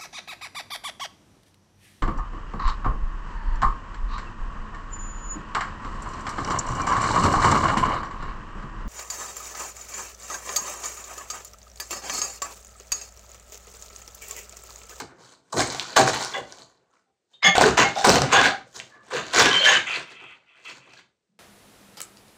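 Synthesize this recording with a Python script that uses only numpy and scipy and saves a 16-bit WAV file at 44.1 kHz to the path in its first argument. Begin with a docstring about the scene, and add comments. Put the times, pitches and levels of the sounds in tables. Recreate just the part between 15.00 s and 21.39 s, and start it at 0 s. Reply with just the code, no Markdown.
"""In a small room, thick clear plastic film is tugged off a folded metal frame, a few metres from a phone.
Its creases buckle in dense crackle, made of thousands of coloured clicks, with louder snaps on top.
The sheet flaps in the lowest bands, and where it drags over the tubes, noise keeps frame modes ringing.
Close walls add a short tail; between tugs the room is almost silent, with a faint hiss and, last, a low hum."""
import sys
import numpy as np
from scipy import signal
from scipy.fft import rfft, irfft
from scipy.io import wavfile
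from scipy.ndimage import uniform_filter1d

SR = 44100
rng = np.random.default_rng(int(sys.argv[2]) if len(sys.argv) > 2 else 0)


def volts(x):
    """Linear amplitude factor 10**(x/20) for a level x in dB, scalar or array-like."""
    e = np.asarray(x, float) / 20
    return 10 ** e


def store_pcm(level_fs):
    """Save levels as 16-bit WAV."""
    pcm = np.round(np.clip(level_fs, -1, 1) * 32767).astype(np.int16)
    wavfile.write(sys.argv[1], SR, np.atleast_2d(pcm).T)


N = 281799  # samples

# Pitches at which a tug sets flap, rustle, rub, crispness and top octave: pitch_hz
ANCHOR_HZ = [150, 800, 2500, 4600, 11000]
# Single creases that snap through: start_s, crack_peak_db, centre_hz, thump_db (over the crack)
SNAPS = [(0.5799, -19, 7580, 1), (0.5935, -11, 4177, 2), (0.6045, -11.5, 1648, -3.5),
         (0.675, -15, 6810, -17), (0.7475, -17.5, 1594, -4.5), (0.7967, -8, 3585, -32.5),
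         (0.9683, -13, 1600, 6.5), (1.077, -5.5, 1595, -13), (1.1428, -12.5, 1540, -10),
         (1.248, -8, 5646, -22), (1.5237, -22.5, 5960, -24), (1.5855, -35.5, 3850, -19),
         (2.553, -10.5, 1520, 1), (2.581, 0, 3358, 1), (2.612, -2, 1655, 2), (2.7795, -3.5, 1557, -27.5),
         (3.0457, -2, 1666, -5), (3.101, -3, 1811, -2), (3.1574, -3, 4370, -6.5),
         (3.1822, -21.5, 4760, 6.5), (3.2189, -6, 4630, -2.5), (3.3906, -9, 1730, -6.5),
         (3.3994, -13.5, 1680, -32), (3.415, -4.5, 1620, -11), (3.4643, -14.5, 1690, 1),
         (3.7925, -21.5, 5600, -25), (3.8, -19.5, 2300, -22), (4.197, -34, 1550, 0),
         (4.362, -5.5, 2460, -14), (4.555, -13, 3090, -12.5), (4.8716, -29, 2943, -14),
         (4.8966, -20.5, 2805, -8)]
# Modes of the tube frame: pitch_hz, t60_s
FRAME_MODES = [(150, 0.057), (205, 0.14), (430, .07), (515, 0.012), (600, 0.063), (790, 0.11),
               (1080, 0.032), (1180, .06), (1340, 0.035), (1650, 0.054), (1720, .06), (1790, 0.06),
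               (2020, 0.058), (2140, 0.23), (2640, 0.008), (2850, 0.086), (2990, .05), (3120, 0.059),
               (3260, 0.0061), (3410, 0.044), (3670, .09), (4240, 0.0718), (4450, 0.068), (5050, .06),
               (6500, .07), (6990, .05)]
# Usual colour of the crackling film: pitch_hz, level_db (per Hz)
FILM_COLOUR = [(25, -26), (60, -16), (124, -6), (287, -4.5), (414, -7.5), (614, -5), (800, -8), (1500, -6),
               (2530, -13.5), (4280, -9.5), (5300, -14.5), (6870, -11), (8300, -18), (16000, -22)]
# Colour of the hiss in the quiet room: pitch_hz, level_db (per Hz)
HISS_COLOUR = [(24, -46.5), (40, -13.5), (432, 3), (933, -10), (7130, -15.5), (8070, -15), (15000, -23.5)]
# Phone microphone response: pitch_hz, gain_db
MIC_RESPONSE = [(8200, -0.5), (9600, -10), (11000, -19), (15500, -14), (16300, -60.5)]
# Sudden yanks on the film: peak_s, rustle_db (at 800 Hz), fade_db_per_s,
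# rub_db (2.5 kHz, over the rustle), crisp_db (above 4 kHz, over the rustle)
YANKS = [(0, -28.5, 500, -8, -8.5), (.526, -24.5, 150, -21, -12.5), (.566, -23, 100, -12, -6.5),
         (.6, -23.5, 150, -1.5, -0.5), (.964, -9, 150, -3, -8), (1.134, -27.5, 100, -0.5, -4.5),
         (1.34, -38, 150, -5, -7), (2.426, -29, 170, 15.5, -13.5), (2.554, -16, 100, 1, -10),
         (2.61, -9, 186.6, 1.5, -6.5), (2.774, -19.5, 129.3, 6, -6), (2.82, -23, 171, 7.5, -5.5),
         (3.046, -9, 132.2, -8, -8), (3.092, -13, 151, -4.5, -2.5), (3.156, -19.5, 200, -3, -7),
         (3.218, -21.5, 200, -0.5, -13), (3.324, -24, 85.8, 5.5, -7), (4.106, -33.5, 100, 3, -7),
         (4.332, -25, 60, 6.5, -3.5), (4.347, -22, 90, 4.5, -3), (4.65, -31, 119, 15.5, 4),
         (5.648, -50, 120, 6.5, 2)]
# Slower crumples that swell and fade: the same columns as the yanks
CRUMPLES = [(.12, -51, 70, -9, -27), (.27, -53, 121.7, -3, 0.5), (.32, -59.5, 200, -1.5, 1),
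            (.42, -64.5, 50, -24, -18), (.72, -36.5, 100, 0, 2.5), (.82, -39, 65, 1.5, 2.5),
            (.91, -44.5, 150, 1, -1.5), (1.08, -28, 250, -2.5, -2), (1.24, -37, 80, 1, 2.5),
            (1.376, -30, 280, -6.5, -11), (1.5, -51, 60, -3.5, -2), (1.6, -61.5, 80, -5, 0.5),
            (1.7, -64.5, 100, -4, -6), (1.82, -67.5, 59.9, -8.5, -21), (1.94, -68, 120, 0.5, -8),
            (2.0, -70, 350, -3, -5), (2.09, -72, 600, -12, -25.5), (2.336, -65, 260, -1, 0.5),
            (2.93, -44.5, 70, 6, -3), (2.985, -35, 150, 4, -0.5), (3.02, -40.5, 252, 7, 6.5),
            (3.37, -18.5, 150, 8, -10), (3.45, -23.5, 190, 8.5, -4), (3.76, -48.5, 200, -0.5, 5.5),
            (3.805, -46.5, 300, 3, -4), (3.87, -57.5, 149, -3, 2.5), (3.95, -54.5, 70, -2, -20),
            (4.07, -51.5, 200, -3, -5.5), (4.162, -26.5, 240, 6.5, -4.5), (4.28, -47.5, 100, 9, 0),
            (4.4, -17, 223, 6.5, -3), (4.46, -22.5, 200, 11, -2.5), (4.54, -30.5, 150, 12, -2.5),
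            (4.61, -31.5, 120, 14, 1.5), (4.694, -22, 160, 16.5, 1), (4.91, -41, 119.9, 11, 1.5),
            (4.965, -37, 250, 4.5, -4.5), (5.108, -47.5, 180, 1.5, -5.5), (5.22, -51.5, 90, -2.5, -17),
            (5.31, -63, 130, 10.5, -0.5), (5.47, -68.5, 80.1, 10, -10), (5.6, -62, 90, 1.5, -9.5),
            (5.7, -48, 170, 5, 4), (5.86, -59.5, 70, -8, -12.5), (5.94, -59, 150, 9, 2.5),
            (5.995, -55, 500, 10, 0.5)]
# Multiplier on the fade at each anchor pitch: share (no unit)
FADE_SHARE = [.85, 1.1, .95, .9, 1.077]
# The fade steepens as the film comes to rest, soonest in the treble: settle_db_per_s2 at each anchor
SETTLE_DB_S2 = [100, 200, 350, 500, 600]
# How much of the sheet hangs loose and flaps: time_s, level_db
SLACK = [(0, -3), (.6, -4), (1.0, -4), (1.6, -2.5), (2.4, -.5), (2.7, 2.5), (3.2, 1.5), (3.7, 2.5),
         (4.2, 2), (4.6, 0.9), (5.2, -0.1), (5.8, 3), (6.39, 3)]
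# Modes that sound at each scraped place on the frame: mode_hz, level_db (added to the scrape's)
RAIL = [(205, -12.5), (600, -13), (790, -4.5), (1180, -6), (1790, 0.2), (2850, -9), (2990, -7.5), (3410, 1),
        (4450, -14.5), (6500, -4), (6990, -16.5)]
LEG = [(790, -0.4), (1080, -2.5), (1650, -1.5), (2850, -5.5), (3120, -16), (3410, -6.5)]
EDGE = [(1340, -8), (2020, -8.5), (2640, 1.2), (3260, -5)]
# Film scraping over the frame: start_s, length_s, level_db, place (one of the three above)
SCRAPES = [(1.337, .035, -36, LEG), (2.438, 0.047, -20.5, RAIL), (3.328, 0.068, -20.5, LEG),
           (4.669, 0.04, -29.5, LEG), (4.857, 0.1, -31.5, EDGE), (5.006, 0.146, -53, EDGE),
           (5.133, 0.2, -50.5, EDGE), (5.457, 0.18, -61.5, EDGE), (5.645, .07, -44, EDGE),
           (5.78, .23, -60.5, EDGE)]
# Short tones, mostly of the tubes, at one mode each; the last row is a faint low hum:
# start_s, length_s, mode_hz, level_db
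TONES = [(.975, .025, 790, -18), (1.348, 0.014, 2020, -32), (1.336, 0.0076, 3410, -34.5),
         (1.357, 0.029, 600, -33.5), (2.33, 0.024, 3670, -52.5), (2.424, 0.067, 2140, -17.5),
         (2.428, .044, 5050, -31.5), (2.613, 0.055, 430, -19.5), (2.806, 0.012, 6500, -29),
         (2.816, 0.045, 2140, -27), (2.831, .027, 790, -23), (2.956, 0.037, 790, -24.5),
         (3.06, 0.17, 150, -25), (3.37, 0.11, 1650, -24.5), (3.48, 0.0455, 790, -31),
         (3.894, .12, 1720, -58.5), (3.9, .11, 1180, -60.5), (4.119, 0.061, 515, -32),
         (4.429, 0.084, 1650, -26), (4.504, .078, 3120, -20.5), (4.604, 0.086, 3120, -19),
         (4.583, 0.023, 4240, -30), (4.589, 0.15, 600, -30), (4.658, .034, 1720, -17),
         (4.719, 0.0506, 2990, -22.5), (4.716, .033, 1790, -24), (3.32, 0.03, 6500, -28.5),
         (4.675, .02, 6500, -25), (2.331, .027, 3120, -64), (3.3, .03, 790, -64.5),
         (2.057, 0.0404, 790, -78), (2.95, .07, 3670, -38), (1.9, 0.098, 1340, -71),
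         (2.4, 0.051, 2020, -71.5), (4.8, .05, 600, -62.5), (5.96, 0.036, 1650, -57.5),
         (6.28, .11, 205, -72)]
# Edges of the third-octave bands of the crackle: pitch_hz
BAND_EDGES_HZ = 3800 * 2 ** np.arange(-19 / 3, 2.4, 1 / 3)

CREASES_PER_S, SIZE_SPREAD_DB, COLOUR_SPREAD_DB = 4000, 3.5, 6
LARGEST_SHARE = 0.997  # below 1, so that the largest crease stays finite
YANK_RISE_DB_S, SWELL_OVER_FADE = 5001, 1.6
FLAP_DB, FLAP_LAG_S = -6, 0.015  # the whole sheet moves a little after the creases
FLAP_LOST_PER_RUB = 0.5  # taut film rubs more and flaps less (dB per dB)
AIR_LOST_PER_RUB = 0.34  # rubbing has less top octave than buckling (dB per dB)
TWIN_SPLIT, DAMPED_T60_S = 0.0067, 0.11  # split as a share of the mode pitch
FRAME_SHAKE_DB = -15  # shaken tubes relative to the film
ROOM_T60_S, ROOM_DB = 0.28, -9  # tail relative to the direct sound
HISS_DB = -80  # rms ahead of the microphone


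def unit(x):
    """Scale to rms 1."""
    return x / np.sqrt(np.mean(x ** 2))


def band(x, lo_hz, hi_hz):
    """Causal band-pass."""
    sos = signal.butter(2, [lo_hz, min(hi_hz, SR / 2.1)], "bandpass", fs=SR, output="sos")
    return signal.sosfilt(sos, x)


def colour(x, points):
    """Causal filter with the given (Hz, dB) shape, from the folded cepstrum."""
    size = 4096
    hz, db = np.transpose(points)
    bin_hz = np.arange(size // 2 + 1) * SR / size
    log_gain = np.interp(np.log(bin_hz + 1), np.log(hz), db) * np.log(10) / 20
    cepstrum = irfft(log_gain)
    cepstrum[1:size // 2] *= 2
    cepstrum[size // 2 + 1:] = 0
    impulse = irfft(np.exp(rfft(cepstrum)))
    return signal.fftconvolve(x, impulse)[:N]


def walk(rate):
    """Random levels held 1 / rate s and slewed twice; spread 1."""
    hold = int(SR / rate)
    steps = np.repeat(rng.standard_normal(N // hold + 1), hold)
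    slewed = uniform_filter1d(uniform_filter1d(steps, hold), hold)
    return unit(slewed[:N])


def crackle():
    """Tiny creases buckle in clusters, few large and many small, each with its own colour; tugs set the level."""
    # tug levels at which the film has its usual colour
    usual_db = np.array([-29.5, -27.5, -23.5, -27.0, -27.0])
    tug_db = pull() - usual_db[:, None]
    most = 40000  # draws to choose from
    count = int(CREASES_PER_S * N / SR)
    when, sign, rarity = rng.random((most, 3))[:count].T
    tint = rng.standard_normal((most, len(BAND_EDGES_HZ)))[:count]
    at = (when * N).astype(int)
    size_db = -SIZE_SPREAD_DB * np.log(1 - LARGEST_SHARE * rarity)
    size_db = size_db + 2.3 * walk(38)[at]  # clusters
    size = np.sign(sign - 0.5) * volts(size_db)
    size /= np.sqrt(np.sum(size ** 2) / N)
    out = 0
    for k, (lo, hi) in enumerate(zip(BAND_EDGES_HZ, BAND_EDGES_HZ[1:])):
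        clicks = np.bincount(at, size * volts(COLOUR_SPREAD_DB * tint[:, k]), N)
        # blend the tug levels of the two nearest anchors
        place = np.interp(np.log(lo * hi) / 2, np.log(ANCHOR_HZ), np.arange(len(ANCHOR_HZ)))
        near = min(int(place), len(ANCHOR_HZ) - 2)
        db = tug_db[near] + (place - near) * (tug_db[near + 1] - tug_db[near])
        out = out + band(clicks * volts(db + 1.4 * walk(12) + 2.5), lo, hi)
    return volts(-12) * colour(out, FILM_COLOUR)


def pull():
    """Level in dB at the five anchors: every yank and crumple rises, peaks and fades, and their powers add."""
    t = np.arange(0, N / SR, 0.001)
    power = 1e-12
    lag = np.array([FLAP_LAG_S, 0, 0, 0, 0])[:, None]
    share = np.array(FADE_SHARE)[:, None]
    settle = np.array(SETTLE_DB_S2)[:, None]
    for rows, sudden in ((YANKS, True), (CRUMPLES, False)):
        for s, db, fade, rub_db, crisp_db in rows:
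            since = t - s - lag
            rise = YANK_RISE_DB_S if sudden else SWELL_OVER_FADE * fade
            slope = np.where(since < 0, rise, -fade * share - since * settle)
            flap_db = FLAP_DB + np.interp(s, *np.transpose(SLACK)) - FLAP_LOST_PER_RUB * rub_db
            air_db = crisp_db - AIR_LOST_PER_RUB * rub_db
            peak_db = db + np.array([flap_db, 0, rub_db, crisp_db, air_db])[:, None]
            power = power + volts(peak_db + slope * since) ** 2
    return np.array([np.interp(np.arange(N) / SR, t, 10 * np.log10(row)) for row in power])


def snaps():
    """A snap is a short crack round its own pitch and a low thump; neighbouring creases give way just after it."""
    out, t = np.zeros(N), np.arange(3000) / SR
    for s, db, hz, thump_db in SNAPS:
        noise = rng.standard_normal(len(t))
        neighbours = 0.019 * noise ** 3 * np.exp(-t / 0.0027)  # cubing leaves sparse spikes
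        burst = noise * np.exp(-t / 0.0004) + neighbours
        crack = band(burst, hz / 1.6, hz * 1.4) + 0.3 * band(burst, 500, 7200)
        thump = np.sin(2 * np.pi * 750 * t) * np.exp(-t / 0.0032)
        one = volts(db) * (crack / np.abs(crack).max() + volts(thump_db) * thump)
        i = int(s * SR)
        out[i:i + len(t)] += one[:N - i]
    return out


def scrapes_and_tones():
    """Jerky noise, as of friction, keeps a mode ringing for its length; then it is damped fast, as by a
    gripping hand."""
    out, modes = np.zeros(N), np.array(FRAME_MODES)
    rows = list(TONES)
    for s, length, db, place in SCRAPES:
        rows += [(s, length, hz, db + mode_db) for hz, mode_db in place]
    for s, length, hz, db in rows:
        t = np.arange(int((length + 2 * DAMPED_T60_S) * SR)) / SR
        noise = rng.standard_normal(SR // 2)[:len(t)]
        jerky = noise * np.abs(noise)  # squared with the sign kept
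        nearest = np.argmin(np.abs(modes[:, 0] - hz))
        one = ring(jerky, *modes[nearest])
        onset = np.clip(t / (0.18 * length), 0, 1)
        damping = volts(-60 * np.maximum(t - length, 0) / DAMPED_T60_S)
        level = volts(db) / np.std(one[:int(length * SR)])
        i = int(s * SR)
        out[i:i + len(t)] += (level * onset * damping * one)[:N - i]
    return out


def shaken_frame(film):
    """The crackle passes into the tubes the film lies on, and every mode rings a little."""
    out = 0
    for hz, t60 in FRAME_MODES:
        out = out + ring(film, hz, t60) * (1 - volts(-60 / (t60 * SR)))  # evens out long and short modes
    return volts(FRAME_SHAKE_DB) * out * np.std(film) / np.std(out)


def ring(x, hz, t60):
    """A mode and its slightly detuned twin, each a decaying resonator, skirts trimmed."""
    turn = 2j * np.pi * hz * np.array([1, 1 + TWIN_SPLIT]) / SR
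    poles = np.exp(turn - np.log(1000) / (t60 * SR))
    mode = signal.lfilter([1], [1, -poles[0]], x).imag
    twin = signal.lfilter([1], [1, -poles[1]], x).imag
    return band(mode + 1.48 * twin, hz / 1.378, hz * 1.008)


def room(x):
    """Close walls add a short diffuse tail, duller than the direct sound."""
    t = np.arange(SR // 2) / SR
    tail = rng.standard_normal(len(t)) * volts(-60 * t / ROOM_T60_S)
    tail = band(tail * np.clip(t / 0.00053, 0, 1), 140, 8500)
    tail /= np.sqrt(np.sum(tail ** 2))
    return x + volts(ROOM_DB) * signal.fftconvolve(x, tail)[:N]


def hiss():
    """Faint steady noise under everything, coloured to the quiet room."""
    return volts(HISS_DB) * unit(colour(rng.standard_normal(N), HISS_COLOUR))


def scene():
    """Film, frame and short tones in the room over a faint hiss."""
    floor = hiss()
    film = crackle() + snaps()
    source = film + shaken_frame(film) + scrapes_and_tones()
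    return (room(source) + floor)[None]


def band_limit(x):
    """A steep low-pass at the top of the band."""
    return signal.sosfilt(signal.butter(12, 16070, fs=SR, output="sos"), x)


def record(dry):
    """The phone microphone loses the top octave and rounds off the loudest peaks."""
    ceiling = 0.9  # of full scale
    heard = colour(dry[0], MIC_RESPONSE)[None]
    mix = ceiling * np.tanh(heard / ceiling)
    return band_limit(mix)


dry = scene()
out = record(dry)
store_pcm(out)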